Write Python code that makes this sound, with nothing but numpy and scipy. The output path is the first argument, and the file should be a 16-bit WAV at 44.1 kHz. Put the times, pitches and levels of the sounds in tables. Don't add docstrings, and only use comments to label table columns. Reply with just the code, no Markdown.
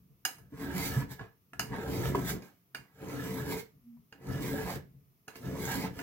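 import sys
import numpy as np
from scipy import signal
from scipy.fft import rfft, irfft, next_fast_len
from scipy.io import wavfile
from scipy.ndimage import uniform_filter1d

SR = 44100
rng = np.random.default_rng(int(sys.argv[2]) if len(sys.argv) > 2 else 0)


def to_wav(sig):
    pcm = np.clip(np.atleast_2d(sig), -1, 1) * 32767
    pcm = np.round(pcm).astype(np.int16)
    wavfile.write(sys.argv[1], SR, pcm.T)


N = 265482
T = np.arange(N) / SR
FFT_SIZE = next_fast_len(N + SR)
HZ = np.arange(FFT_SIZE // 2 + 1) * SR / FFT_SIZE

# frequency in Hz, relative density in dB per Hz.
QUIET_SPECTRUM = [(24, -58), (40, -23), (144, -1.5), (469, -20.5), (603, -26.5), (684, -21), (756, -29.5),
                  (1220, -24), (1530, -32.5), (2340, -29), (3970, -35), (5780, -31.5), (8020, -40),
                  (13600, -23.5), (16200, -26.5)]
QUIET_DB = -71
# frequency in Hz, left minus right in dB.
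PORT_BALANCE = [(60, 1.5), (110, 0), (200, -0.5), (380, 1), (700, -3.0), (1290, -3.5), (2380, -4),
                (4400, -5), (8120, -8), (15000, 2.5)]
LEFT_LAG_S = -.0001
TOP_HZ = 15900

BENCHTOP_T60_S, BENCHTOP_DB = .025, .5
ROOM_T60_S, ROOM_TREBLE_T60_S, ROOM_DB = 0.28, 0.15, -0.5

HUM_FROM_S, HUM_TO_S, HUM_HZ, HUM_DB = 3.875, 3.96, 236, -52.5
HUM_RISE_S, HUM_FADE_S = 0.045, 0.057

# frequency in Hz, width in Hz, relative level in dB.
BENCH_MODES = [(51, 37, -18.5), (69.4, 23.3, -3), (92.1, 6.7, -4), (134.2, 19, 4.5), (182.7, 16, 1.5),
               (222.5, 43, -9), (276.5, 20.9, -1), (362, 14.5, -5.5), (438.6, 25, -4.5), (548.6, 66, -17.5)]
# frequency in Hz, width in Hz, relative level in dB.
SHANK_MODES = [(686.4, 38, -1.5), (769.6, 23, 0.5), (930, 97, -2), (1074, 90, -9), (1303, 60, -2),
               (1432, 41, -10.5), (1607, 69, -2), (1695, 62, 1), (1974, 58, -7.5), (2267, 74, -16.5),
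               (2516, 90, -16.5), (2890, 110, -16)]
# frequency in Hz, relative level in dB, 60 dB decay time in s.
FILE_MODES = [(1460, -3.5, 0.03), (1670, -4.5, 0.027), (2188, -1.5, 0.025), (2468, -4, .025),
              (2735, -5.5, 0.027), (2834, -5, 0.064), (4150, -5.5, 0.027), (4927, 3.5, 0.025),
              (5800, -8.5, 0.021), (6520, 2, 0.018), (8400, -14, 0.016), (8915, -8.5, 0.04),
              (10380, -20.5, .018), (11250, -3, .018), (12350, -5, .015), (13090, -17, .018),
              (14400, -6, 0.019), (14600, -5, .015)]

# time in seconds, 20 dB fading time in s, level in dB.
BUMPS = [(.01, 0.3, -61), (0.119, 0.1, -65), (.155, -0.03, -59), (.29, -0.06, -54), (.41, 0.2, -56),
         (1.27, 0.02, -55), (1.37, 1.1, -70), (1.49, -0.6, -70), (1.625, 0.12, -42), (2.58, -0.08, -69),
         (2.79, 0.1, -58.5), (3.76, 0.18, -60.5), (4.0, 0.05, -61), (4.93, 0.3, -58.5), (5.03, -0.08, -54)]
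# start in seconds, level in dB, pitch in Hz,
# knock relative to the tone in dB.
JOLTS = [(0.521, -42, 286, -16), (0.965, -17.5, 129, -15.5), (1.209, -36, 111, 1.5),
         (2.088, -26.5, 195, -11.5), (2.147, -22, 399.5, 4.5), (3.405, -31, 137, -19.5),
         (3.969, -52, 143, -7.5), (4.345, -29.5, 134, -20.5), (5.84, -29, 184, -12.5)]
# start in seconds, level in dB, brightness in dB per octave,
# shank level in dB, grit level in dB, the last two relative to the touch.
TAPS = [(0.2508, -19.5, 0.5, -4.5, 0.5), (0.3831, -59, 6.5, 11, -13), (1.1929, -46, -9, 13, -16),
        (1.533, -49, -15, 13.5, 4), (1.5941, -22, 0, 4.5, 0), (1.7609, -56, 6, -4, 0),
        (2.421, -49, -1, -2, -9), (2.747, -28, -5.5, -7, -5), (4.1248, -44.5, -7.5, 4.5, -7.5),
        (4.2872, -59, 6, -3, 12), (5.2801, -36, -4, 0.5, -2), (5.3558, -40, -3, -21, -5),
        (5.9894, -36, -6, 5, -14)]
SETTLE_DB, SETTLE_UPPER_DB, SETTLE_SHANK_DB = -50.5, -42.5, -43.5
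SETTLE_SHARE, SETTLE_FADE_S = 0.38, .1

# full pressure from in seconds, lift in seconds, bench drone in dB
# at first, midway and at lift, shank ring in dB at first and at lift.
STROKES = [(0.622, 1.028, -42.5, -42, -39, -49.5, -50), (1.727, 2.364, -42.5, -35.5, -41.5, -49.5, -50.5),
           (3.029, 3.562, -47.5, -42, -40.5, -55.5, -50), (4.298, 4.767, -38, -39, -40.5, -50, -51),
           (5.461, 5.864, -41, -39.5, -38, -54.5, -49)]
PRESS_DB_PER_S, LIFT_DB_PER_S, SHANK_LIFT_DB_PER_S = 267, 240, 450
UPPER_DB = -.5
# time in seconds, hiss in dB before smoothing.
BITE = [
    [(.5, -81), (.616, -53.5), (.712, -57.5), (.775, -41.5), (.866, -38), (.895, -43), (1.0, -50.5),
     (1.075, -84)],
    [(1.66, -68), (1.74, -65.5), (1.97, -47), (2.084, -46), (2.134, -60), (2.155, -51), (2.235, -51),
     (2.3, -36), (2.335, -54.5), (2.4, -79)],
    [(2.92, -85), (2.96, -72), (3.12, -53), (3.398, -48.5), (3.436, -56), (3.524, -42.5), (3.57, -50.5),
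     (3.6, -47.5), (3.63, -66), (3.72, -91.5)],
    [(4.2, -78.5), (4.304, -54), (4.398, -56), (4.434, -46), (4.554, -48), (4.622, -50), (4.705, -47),
     (4.756, -51), (4.82, -89.5)],
    [(5.38, -71), (5.42, -61), (5.49, -56.5), (5.544, -58.5), (5.62, -47), (5.725, -42.5), (5.85, -48),
     (5.89, -74.5)],
]
# time in seconds, 20 dB fading time in s,
# hiss in dB, shank in dB, bench in dB. Rows with a negative fading time add nothing audible.
SCUFFS = [(.395, -0.13, -76, -66, -58), (0.536, 0.03, -84, -67, -45.5), (1.118, 0.0538, -47.5, -51, -46.5),
          (1.21, 0.06, -72.5, -50, -48.5), (2.44, 0.14, -62.5, -71, -74), (5.365, 0.07, -56, -74, -87),
          (5.984, 0.17, -53.5, -52, -51)]
RISE_SHARE = 0.54
# frequency in Hz, relative density in dB per Hz.
CUT_SPECTRUM = [(1290, -26), (2200, 3), (2640, -13.5), (2940, -7.5), (4490, -8.5), (4880, -9), (6980, -11),
                (7770, -10), (8950, -18), (10400, -12), (14600, -5), (16000, -6.5)]
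SHANK_FROM_HISS_DB = -4


def undb(db):
    return 10 ** (np.asarray(db) / 20)


def unit(x):
    return x / np.sqrt(np.mean(x ** 2))


def shape(x, gain):
    return irfft(rfft(x, FFT_SIZE) * gain, FFT_SIZE)[..., :N]


def colour(points):
    hz, db = np.transpose(points)
    return np.interp(np.log(HZ + 1), np.log(hz), db)


def resonance(hz, width):
    s = 1j * HZ * width
    return s / (hz ** 2 - HZ ** 2 + s)


def body(modes):
    total = 0
    for k, (hz, width, db) in enumerate(modes):
        total = total + (-1) ** k * undb(db) * resonance(hz, width)
    return total


def walk(rate):
    k = int(SR / rate)
    steps = np.repeat(rng.standard_normal(N // k + 1), k)
    return unit(uniform_filter1d(uniform_filter1d(steps, k), k)[:N])


def catches(rate, scatter_db):
    chance = rng.random((N, 2)).T
    caught = chance[0] < rate / SR
    force = undb(-scatter_db * np.log(1 - chance[1]))
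    return caught * rng.choice([-1, 1], N) * force


def rung(modes, rate, scatter_db, wander_db, wander_rate):
    total = 0
    for hz, width, db in modes:
        mode = resonance(hz, width) * resonance(hz, 6 * width)
        strength = undb(db + wander_db * walk(wander_rate))
        total = total + strength * shape(catches(rate, scatter_db), mode)
    return unit(total)


def swell(start, end, levels_db, rise, fade):
    times = [start - 4 * rise, *np.linspace(start, end, len(levels_db)), end + 4 * fade]
    levels = [levels_db[0] - 80, *levels_db, levels_db[-1] - 80]
    gain = np.zeros(N)
    on = slice(max(int(times[0] * SR), 0), int(times[-1] * SR))
    gain[on] = undb(np.interp(T[on], times, levels))
    return gain


def brief(s, fade, db):
    return swell(s, s, [db], RISE_SHARE * fade, fade)


def pressure(full, lift, levels_db, lift_db_per_s):
    return swell(full, lift, levels_db, 20 / PRESS_DB_PER_S, 20 / lift_db_per_s)


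def settling(base_db):
    return sum(swell(s, s, [base_db + SETTLE_SHARE * db], .004, SETTLE_FADE_S) for s, db, *_ in TAPS)


def quiet():
    mid, side = rng.standard_normal((2, N))
    apart = np.clip(HZ / 900, .3, 1)
    gain = undb(colour(QUIET_SPECTRUM))
    both = shape(mid, gain) + shape(side, gain * apart) * np.array([[1], [-1]])
    return undb(QUIET_DB) * both / np.sqrt(np.mean(both.mean(0) ** 2))


def echoes(t60, start):
    t = T[:SR // 2]
    tail = rng.standard_normal((2, len(t))) * (t > start) * 1000 ** (-t / t60)
    return rfft(tail / np.sqrt(np.sum(tail ** 2, axis=1, keepdims=True)), FFT_SIZE)


def room(x):
    split = 1 / (1 + (HZ / 3000) ** 2)
    scatter = (HZ + 120) / (HZ + 800)
    slow, fast = 2 * np.pi * 1.3 * T, 2 * np.pi * 3.1 * T
    shares = (np.cos(slow) * np.cos(fast), np.cos(slow) * np.sin(fast),
              np.sin(slow) * np.cos(fast + 1), np.sin(slow) * np.sin(fast + 1))
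    out = 0
    for share in shares:
        walls = echoes(ROOM_T60_S, .004) * np.sqrt(split)
        walls = walls + echoes(ROOM_TREBLE_T60_S, .004) * np.sqrt(1 - split)
        paths = undb(BENCHTOP_DB) * echoes(BENCHTOP_T60_S, .0003) + undb(ROOM_DB) * walls
        out = out + rfft(x * share, FFT_SIZE) * scatter * paths
    return irfft(out, FFT_SIZE)[:, :N]


def hum():
    phase = 2 * np.pi * np.cumsum(HUM_HZ * (1 + 0.012 * walk(25.04))) / SR
    gain = swell(HUM_FROM_S, HUM_TO_S, [HUM_DB, HUM_DB], HUM_RISE_S, HUM_FADE_S)
    return np.sqrt(2) * gain * np.sin(phase)


def jolts():
    out = np.zeros(N)
    for s, db, hz, knock_db in JOLTS:
        t = np.clip(T - s, 0, None)
        noise = unit(shape(rng.standard_normal(N), resonance(720, 550) ** 2))
        knock = noise * np.exp(-t / 0.0057)
        tone = np.sin(2 * np.pi * hz * t) * np.exp(-t / 0.021)
        onset = 1 - np.exp(-t / 0.0042)
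        out += undb(db) * onset * (tone + undb(knock_db) * knock)
    return out


def bench():
    filed = sum(pressure(full, lift, db[:3], LIFT_DB_PER_S) for full, lift, *db in STROKES)
    filed = filed + sum(brief(s, fade, db) for s, fade, _, _, db in SCUFFS)
    handled = sum(brief(*row) for row in BUMPS)
    lower_gain = filed + handled + settling(SETTLE_DB)
    upper_gain = undb(UPPER_DB) * filed + undb(-18) * handled + settling(SETTLE_UPPER_DB)
    lower = lower_gain * rung(BENCH_MODES[:5], 400, 2.2, 1.5, 8)
    upper = upper_gain * rung(BENCH_MODES[5:], 500, 2.41, 2.73, 10)
    return lower + upper + jolts()


def taps():
    out, t = np.zeros(N + SR), T[:SR // 4]
    hz, mode_db, t60 = np.transpose(FILE_MODES)[:, :, None]
    impulse = 1. * (T == 0)
    shank = shape(impulse, body(SHANK_MODES))[:len(t)]
    shank /= 2 * np.abs(shank).max()
    for s, db, bright_db, shank_db, grit_db in TAPS:
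        tilt = bright_db * np.log2(hz / 3000) + 1.5 * rng.standard_normal(hz.shape)
        detune = 1 + 0.011 * rng.standard_normal(hz.shape)
        rattle = 1 + 3.6 * uniform_filter1d(rng.standard_normal((len(hz), len(t))), size=70, axis=1)
        tones = np.sin(2 * np.pi * (hz * detune * t + rng.random(hz.shape)))
        modes = undb(mode_db + tilt) * rattle * tones * 1000 ** (-t / t60)
        ring = 0.33 * modes.sum(0) + undb(shank_db) * shank
        white = rng.normal(0, 0.45, len(t) + 1)
        grit = white[1:] - np.clip(0.59 + .08 * bright_db, 0, 1) * white[:-1]
        grit *= np.exp(-t / 0.0012) + .12 * np.exp(-t / 0.04)
        onset = np.clip(t / 0.00072, 0, 1) ** 2
        i = int(s * SR)
        out[i:i + len(t)] += undb(db) * (ring + undb(grit_db) * grit) * onset
    return out[:N]


def cutting():
    push = sum(undb(np.interp(T, *np.transpose(stroke), -120, -120)) for stroke in BITE)
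    push = uniform_filter1d(push, size=600)
    hiss_gain = push + sum(brief(s, fade, db) for s, fade, db, _, _ in SCUFFS)
    pressed = sum(pressure(full, lift, db[3:], SHANK_LIFT_DB_PER_S) for full, lift, *db in STROKES)
    ring_gain = np.hypot(pressed, undb(SHANK_FROM_HISS_DB) * push)
    ring_gain += settling(SETTLE_SHANK_DB) + sum(brief(s, fade, db) for s, fade, _, db, _ in SCUFFS)
    bite = undb(1.09 * walk(30))
    hiss = unit(shape(catches(9000, 2.93), undb(colour(CUT_SPECTRUM))))
    pressed_modes = [(hz, 9 / t60, db) for hz, db, t60 in FILE_MODES[6:]]
    steel = rung(pressed_modes, 3000, 3.0, 7.1, 7)
    broad_modes = [(800, 530, -7), (1800, 1200, -19.0)]  # Hz, width in Hz, dB
    ring = rung(SHANK_MODES + broad_modes, 1100, 2.33, 2.4, 9)
    cut = hiss_gain * (hiss + undb(-15.5) * steel)
    shank = ring_gain * undb(1.95 * walk(25)) * ring
    return bite * (cut + shank)


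def scene():
    near = bench() + hum() + cutting() + taps()
    lag = np.array([np.exp(-2j * np.pi * HZ * LEFT_LAG_S), np.ones(len(HZ))])
    ports = undb(np.outer([.5, -.5], colour(PORT_BALANCE)))
    return shape(shape(near, lag) + room(near), ports) + quiet()


def record(dry):
    low_pass = signal.ellip(10, .2, 60, TOP_HZ, fs=SR, output="sos")
    return signal.sosfilt(low_pass, dry)


dry = scene()
out = record(dry)
to_wav(out)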